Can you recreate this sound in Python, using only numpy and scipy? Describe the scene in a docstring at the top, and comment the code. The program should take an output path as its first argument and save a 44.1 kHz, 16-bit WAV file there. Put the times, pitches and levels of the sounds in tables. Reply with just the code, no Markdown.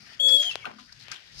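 """Cloth rustles over a low rumble throughout, and fingers scuff and tap a hand-held phone outdoors.
A metal gate then squeals once on its hinge, close to the left port: a tone with an octave above it.
The pitch sags as it slows; a faint after-squeak follows, its bars knock and its frame groans low.
A decaying noise tail echoes hinge and bars; squeal, bars and taps are sines, the rest filtered noise.
The phone changes its sample rate crudely, which folds mirror tones around the squeal."""
import sys
import numpy as np
from scipy import signal
from scipy.io import wavfile
from scipy.ndimage import uniform_filter1d, map_coordinates

SR = 44100
rng = np.random.default_rng(int(sys.argv[2]) if len(sys.argv) > 2 else 0)


def pcm_store(signal):
    """Save signal as 16-bit PCM."""
    levels = np.round(np.clip(np.atleast_2d(signal), -1, 1) * 32767)
    wavfile.write(sys.argv[1], SR, levels.astype(np.int16).T)


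N = 61740  # samples, 1.4 s


def undb(db):
    """Amplitude of a level in dB."""
    return 10 ** (np.asarray(db) / 20)


def unit(x):
    """Scale to an RMS of 1."""
    return x / np.sqrt(np.mean(x ** 2))


def curve(table):
    """Columns of a time table, interpolated at every sample."""
    rows = np.array(table, float).T
    clock_s = np.arange(N) / SR
    return [np.interp(clock_s, rows[0], column) for column in rows[1:]]


def walk(rate_hz):
    """Random levels held 1 / rate_hz and smoothed twice; RMS 1."""
    hold = int(SR / rate_hz)
    steps = np.repeat(rng.standard_normal(N // hold + 1), hold)
    return unit(uniform_filter1d(uniform_filter1d(steps, hold), hold)[:N])


def band(x, hz, width_hz):
    """Resonant band-pass, applied twice; width_hz is that of one pass."""
    b, a = signal.iirpeak(hz, hz / width_hz, SR)
    return signal.lfilter(b, a, signal.lfilter(b, a, x))


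def ports(pan_db):
    """Gains of left and right port, keeping the mid level of unrelated sounds."""
    right = undb(-np.asarray(pan_db))
    return np.array([1 + 0 * right, right]) * 2 / np.sqrt(1 + right ** 2)


def decay(t_s, t60_s):
    """Exponential fall of 60 dB in t60_s."""
    return np.exp(-np.log(1000) * t_s / t60_s)


def ring(t_s, hz, t60_s):
    """Damped sine of one mode."""
    return np.sin(2 * np.pi * hz * t_s) * decay(t_s, t60_s) * (t_s > 0)


def gate_on(table):
    """1 while a table lasts, faded over 4 ms at both ends."""
    t_s = np.arange(N) / SR
    return np.clip(np.minimum(t_s - table[0][0], table[-1][0] - t_s) / .004, 0, 1)


# stereo balance of the noise beds: (frequency [Hz], left minus right [dB])
BED_BALANCE = [(60, 25), (110, 7.5), (200, 10), (360, 5.5), (660, 6), (1190, 9), (2170, 17), (3950, 3),
               (7180, 15.5), (13000, 13)]


def bed(spectrum, alike, flicker_db, grain_db, level_db):
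    """Third-octave noise bands, each flickering alone; level_db(hz) is the level curve of each."""
    bands = []
    spec_hz, spec_db = np.array(spectrum).T
    bal_hz, bal_db = np.array(BED_BALANCE).T
    count = int(3 * np.log2(spec_hz[-1] / spec_hz[0]))
    centres_hz = np.geomspace(spec_hz[0], spec_hz[-1], count)
    for hz in centres_hz:
        a, b = rng.standard_normal((2, N)) * undb(grain_db * walk(400))
        right = alike * a + np.sqrt(1 - alike ** 2) * b  # alike = correlation of the ports
        pair = band(np.array([a, right]), hz, hz / 3)
        db = np.interp(np.log(hz), np.log(spec_hz), spec_db) + flicker_db * walk(11.83)
        pan_db = np.interp(np.log(hz), np.log(bal_hz), bal_db)
        bands.append(undb(db) * pair * ports(pan_db)[:, None])
    mid_rms = np.sqrt(np.mean(sum(bands).mean(axis=0) ** 2))
    return sum(undb(level_db(hz)) * x for hz, x in zip(centres_hz, bands)) / mid_rms


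# cloth level before RUSTLE_GAIN_DB: (time [s], treble level [dB], middle level [dB])
RUSTLE = [(0.0, -61, -59.5), (0.132, -52.5, -51), (0.256, -73, -63), (0.378, -49.5, -55), (0.448, -51, -50),
          (0.572, -57.5, -48), (0.7, -68, -56.5), (0.854, -63.5, -65), (0.974, -60.5, -59.5),
          (1.114, -59.5, -47), (1.228, -57, -56), (1.4, -54, -57)]
# cloth spectrum, relative: (frequency [Hz], density [dB per Hz])
CLOTH = [(160, -43), (280, -9), (688, -6), (821, 2), (1010, -26), (1150, -10.5), (1510, -1), (4360, 0),
         (5550, 9), (7530, -32.5), (13000, -45)]
RUSTLE_GAIN_DB, SPLIT_HZ = 3.5, 3500


def cloth():
    """Rubbing cloth: grainy noise, unrelated at the ports; treble and middle swell separately."""
    treble_db, middle_db = curve(RUSTLE)

    def level_db(hz):
        return RUSTLE_GAIN_DB + (treble_db if hz > SPLIT_HZ else middle_db)

    return bed(CLOTH, alike=0, flicker_db=3.5, grain_db=2, level_db=level_db)


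# rumble level before RUMBLE_GAIN_DB: (time [s], level [dB])
RUMBLE = [(0.0, -58.5), (0.166, -63), (0.19, -69), (0.65, -58.5), (0.678, -60.5), (0.748, -69.5),
          (1.122, -56), (1.142, -71.5), (1.236, -68.5), (1.344, -55), (1.4, -57.5)]
# rumble spectrum, relative: (frequency [Hz], density [dB per Hz])
LOWS = [(15, -41), (25, -16), (54, 2), (81, -3.5), (124, 4.5), (156, -1.5), (231, -7), (300, -23.5),
        (390, -32), (660, -120)]
RUMBLE_GAIN_DB = -2


def rumble():
    """Low noise, largely alike at both ports."""
    level = RUMBLE_GAIN_DB + curve(RUMBLE)[0]
    return bed(LOWS, alike=.8, flicker_db=3.2, grain_db=0, level_db=lambda hz: level)


# finger scuffs: (time [s], level [dB], left minus right [dB], centre [Hz], width of one pass [Hz],
# attack [s], t60 [s])
SCUFFS = [(0.282, -35.5, 6, 4800, 1890, 0.0024, 0.13), (0.277, -46.5, 13, 1580, 1370, 0.0031, 0.16),
          (.419, -41, 5, 5100, 2500, .004, .11), (.42, -44, 8, 1900, 1500, .004, .11),
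          (0.51, -42, -3, 3960, 2778, 0.0026, 0.081), (.653, -36, 10, 2650, 1120, 0.0011, 0.065),
          (1.114, -41, 15, 1970, 885, 0.0013, 0.079), (.658, -43, 7.5, 790, 1540, 0.004, 0.22),
          (0.664, -50.5, 9, 177, 250, 0.011, 0.16), (0.772, -53, 8.5, 3470, 3780, 0.015, 0.21),
          (0.9223, -43.5, 4.5, 4860, 1450, 0.00068, 0.033), (.068, -45, 16, 1900, 1600, 0.00055, 0.029),
          (0.871, -57.5, 14, 1690, 617, 0.011, 0.31), (0.983, -51.5, 9.5, 4350, 1852, 0.023, 0.25),
          (1.1143, -32.5, 7.5, 5000, 2620, 0.00095, 0.039), (1.125, -43.5, 5.5, 2800, 4570, 0.0037, 0.15),
          (1.152, -50, 9, 3170, 696, 0.0069, 0.12)]
SCUFF_GRAIN_DB = 3


def scuffs():
    """Skin dragging on the phone: grainy band-passed noise bursts."""
    out, clock_s = np.zeros((2, N)), np.arange(N) / SR
    for start_s, db, pan_db, hz, width_hz, attack_s, t60_s in SCUFFS:
        t_s = np.maximum(clock_s - start_s, 0)
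        grains = rng.standard_normal((2, N)) * undb(SCUFF_GRAIN_DB * walk(500))
        shape = (1 - np.exp(-t_s / attack_s)) ** 2 * decay(t_s, t60_s)
        burst = unit(band(grains, hz, width_hz)) * shape / shape.max()
        out += undb(db) * ports(pan_db)[:, None] * burst
    return out


# squeal, then after-squeak: (time [s], pitch [Hz], level [dB], left minus right [dB],
# roughness [0-1], octave re fundamental [dB])
SQUEAL = [
    [(.19, 3220, -76, 12, 0.01, -36), (.199, 3261, -26.5, 14, 0, -31), (.208, 3370, -24, 10, 0.21, -36),
     (.22, 3361, -26.5, 17, 0.1, -28), (.246, 3382, -22.5, 16, 0.09, -23.5),
     (.282, 3370, -19.5, 18, 0.05, -27), (.298, 3362, -22, 23, 0, -39), (.32, 3360, -19, 23, 0.03, -38),
     (.348, 3358, -19, 17.5, 0.09, -39), (.372, 3355, -21.5, 15, 0.08, -44),
     (.388, 3312, -26.5, 4.5, 0, -25), (.413, 3306, -24, 4.5, 0, -26), (.424, 3261, -31, 12, 0.16, -8.5),
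     (.478, 3190, -31, 7.5, 0.19, -18.5), (.495, 3075, -31.5, 7.5, 0.36, -27),
     (.503, 2873, -30, 21, 0.4, -15.5), (.511, 2690, -33, 10, 0.37, -8.5), (.532, 2676, -44.5, 2, 0.6, -27),
     (.553, 2670, -55, -1, 0.44, -33)],
    [(.598, 2220, -64, 3, 0.28, -27), (.614, 2315, -53, 8, 0.3, -38), (.644, 2230, -52, 8, 0.26, -42)],
]
# lag of the right port as the gate swings, before drift: (time [s], lag [ms])
PORT_LAG = [(.2, 0.069), (.365, 0.11), (.39, 0.023), (.42, 0.019), (.44, 0.083)]
WAVER_HZ, JITTER_HZ = 7, 110  # RMS pitch wander; jitter at full roughness
FLUTTER_RATE_HZ, LAG_DRIFT_MS = 170, .04


def hinge():
    """Stick-slip locked to one tone; it flutters as the grip loosens and reaches the right port late."""
    out = 0
    for table in SQUEAL:
        hz, db, pan_db, rough, octave_db = curve(table)
        pitch_hz = hz + WAVER_HZ * walk(60.5) + JITTER_HZ * rough * walk(250)
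        phase = 2 * np.pi * np.cumsum(pitch_hz) / SR

        def at_port(lag_s):
            late = phase - 2 * np.pi * hz * lag_s
            flutter = 1 + rough * walk(FLUTTER_RATE_HZ)
            return flutter * (np.sin(late) + undb(octave_db) * np.sin(2 * late))

        lag_s = (curve(PORT_LAG)[0] + LAG_DRIFT_MS * walk(24.38)) / 1e3
        pair = np.array([at_port(0), at_port(lag_s)])
        out = out + np.sqrt(2) * undb(db) * gate_on(table) * ports(pan_db) * pair
    return out


# finger taps: (time [s], tick level [dB], left minus right [dB], case thump re tick [dB])
TAPS = [(0.286, -43, 10, -31), (0.5562, -9, 17, -12), (0.559, -33, 14, -6), (0.9242, -44, 11, -34),
        (1.0834, -23, 20, -24)]
TICK_HZ, TICK_T60_S = 3600, .00092
CASE_HZ, CASE_T60_S, CASE_LATE_S = 547, .0055, .00028
TAP_LOW_HZ = 416


def taps():
    """Fingertip on the phone: a tick, then an inverted thump of the case, high-passed."""
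    out, clock_s = np.zeros((2, N)), np.arange(N) / SR
    high_pass = signal.butter(2, TAP_LOW_HZ, "high", fs=SR, output="sos")
    for start_s, db, pan_db, case_db in TAPS:
        t_s = np.maximum(clock_s - start_s, 0)
        tick = ring(t_s, TICK_HZ, TICK_T60_S)
        thump = ring(np.maximum(t_s - CASE_LATE_S, 0), CASE_HZ, CASE_T60_S)
        tap = signal.sosfilt(high_pass, tick - undb(case_db) * thump)
        out += undb(db) * ports(pan_db)[:, None] * tap
    return out


# knocks: (time [s], peak before port gains [dB], left minus right [dB], contact softness [s],
# centre of the ring [Hz])
KNOCKS = [(0.6436, -35, 11, 0.0019, 1200), (.6538, -27.5, 9.5, 0.0014, 2300),
          (.665, -35.5, -1, 0.0021, 780), (.784, -44, 9, 0.0044, 1350), (1.116, -37.5, 8, 0.0021, 1600)]
# bar modes: (frequency [Hz], level before scatter and slope [dB], t60 [s])
BARS = [(437, 4.5, 0.051), (730, -5.5, 0.16), (1016.4, -5.5, 0.17), (1205.5, 6, 0.057), (1317, 6.5, 0.041),
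        (1451, 7, 0.042), (1561, 1, 0.077), (2220, -10.5, 0.086), (2660, -7, 0.016), (3320, -19, 0.036),
        (4160, -6, 0.054)]
BAR_SCATTER_DB, KNOCK_SLOPE_DB = 4, 12  # slope: fall per octave from the centre


def bars():
    """Each knock eases in and rings the same bar modes with its own weights and polarities."""
    out, t_s = np.zeros((2, N)), np.arange(N // 8) / SR
    for start_s, db, pan_db, soft_s, centre_hz in KNOCKS:
        chance = rng.standard_normal((2, len(BARS), 2))
        i = int(start_s * SR)
        for port in range(2):
            body = 0
            for (hz, mode_db, t60_s), (scatter, polarity) in zip(BARS, chance[port]):
                slope_db = KNOCK_SLOPE_DB * abs(np.log2(hz / centre_hz))
                gain = undb(mode_db + BAR_SCATTER_DB * scatter - slope_db)
                body = body + gain * np.sign(polarity) * ring(t_s, hz, t60_s)
            body = body * (1 - np.exp(-t_s / soft_s))
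            out[port, i:i + len(t_s)] += undb(db) * ports(pan_db)[port] * body / np.abs(body).max()
    return out


# groan of the gate frame: (time [s], level [dB])
GROAN = [(.715, -60), (.75, -58.5), (.79, -63.5), (.83, -58.5), (.87, -74)]
GROAN_HZ, GROAN_WIDTH_HZ = 231, 62  # width of one pass


def frame():
    """A brief rough groan: noise in one low resonance, alike at both ports."""
    drone = unit(band(rng.standard_normal(N), GROAN_HZ, GROAN_WIDTH_HZ))
    return undb(curve(GROAN)[0]) * gate_on(GROAN) * drone * ports(10.6)[:, None]


ECHO_T60_S, ECHO_DB = .45, -11


def yard(gate):
    """Diffuse echo: the left-port gate sound convolved with decaying noise after a 3 ms gap."""
    t_s = np.arange(N // 3) / SR
    tail = rng.standard_normal((2, len(t_s))) * decay(t_s, ECHO_T60_S) * (t_s > .003)
    tail = tail / np.sqrt(np.sum(tail[0] ** 2))
    wet = signal.fftconvolve(gate[:1], tail, axes=1)[:, :N]
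    return undb(ECHO_DB) * wet * ports(9.5)[:, None] / 2


def scene():
    """Sum of all sources; only hinge and bars echo."""
    gate = hinge() + bars()
    return cloth() + rumble() + scuffs() + gate + yard(gate) + taps() + frame()


MIC_TOP_HZ, TOP_HZ, PHONE_RATE_HZ = 6740, 13200, 47989.4
SAW_ORDER = 14  # harmonics of the timing error


def record(dry):
    """The microphone dulls the treble; converting from its own rate, the phone slips to the
    nearest sample, a sawtooth timing error; it cuts the top."""
    dull = signal.sosfilt(signal.butter(3, MIC_TOP_HZ, fs=SR, output="sos"), dry)
    place = np.arange(N) * PHONE_RATE_HZ / SR  # in phone samples
    slip = sum((-1) ** k * np.sin(2 * np.pi * k * place) / (np.pi * k) for k in range(1, SAW_ORDER + 1))
    read_at = (place + slip) * SR / PHONE_RATE_HZ
    kept = np.array([map_coordinates(x, [read_at], order=5, mode="mirror") for x in dull])
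    return signal.sosfilt(signal.ellip(10, .2, 80, TOP_HZ, fs=SR, output="sos"), kept)


dry = scene()
out = record(dry)
pcm_store(out)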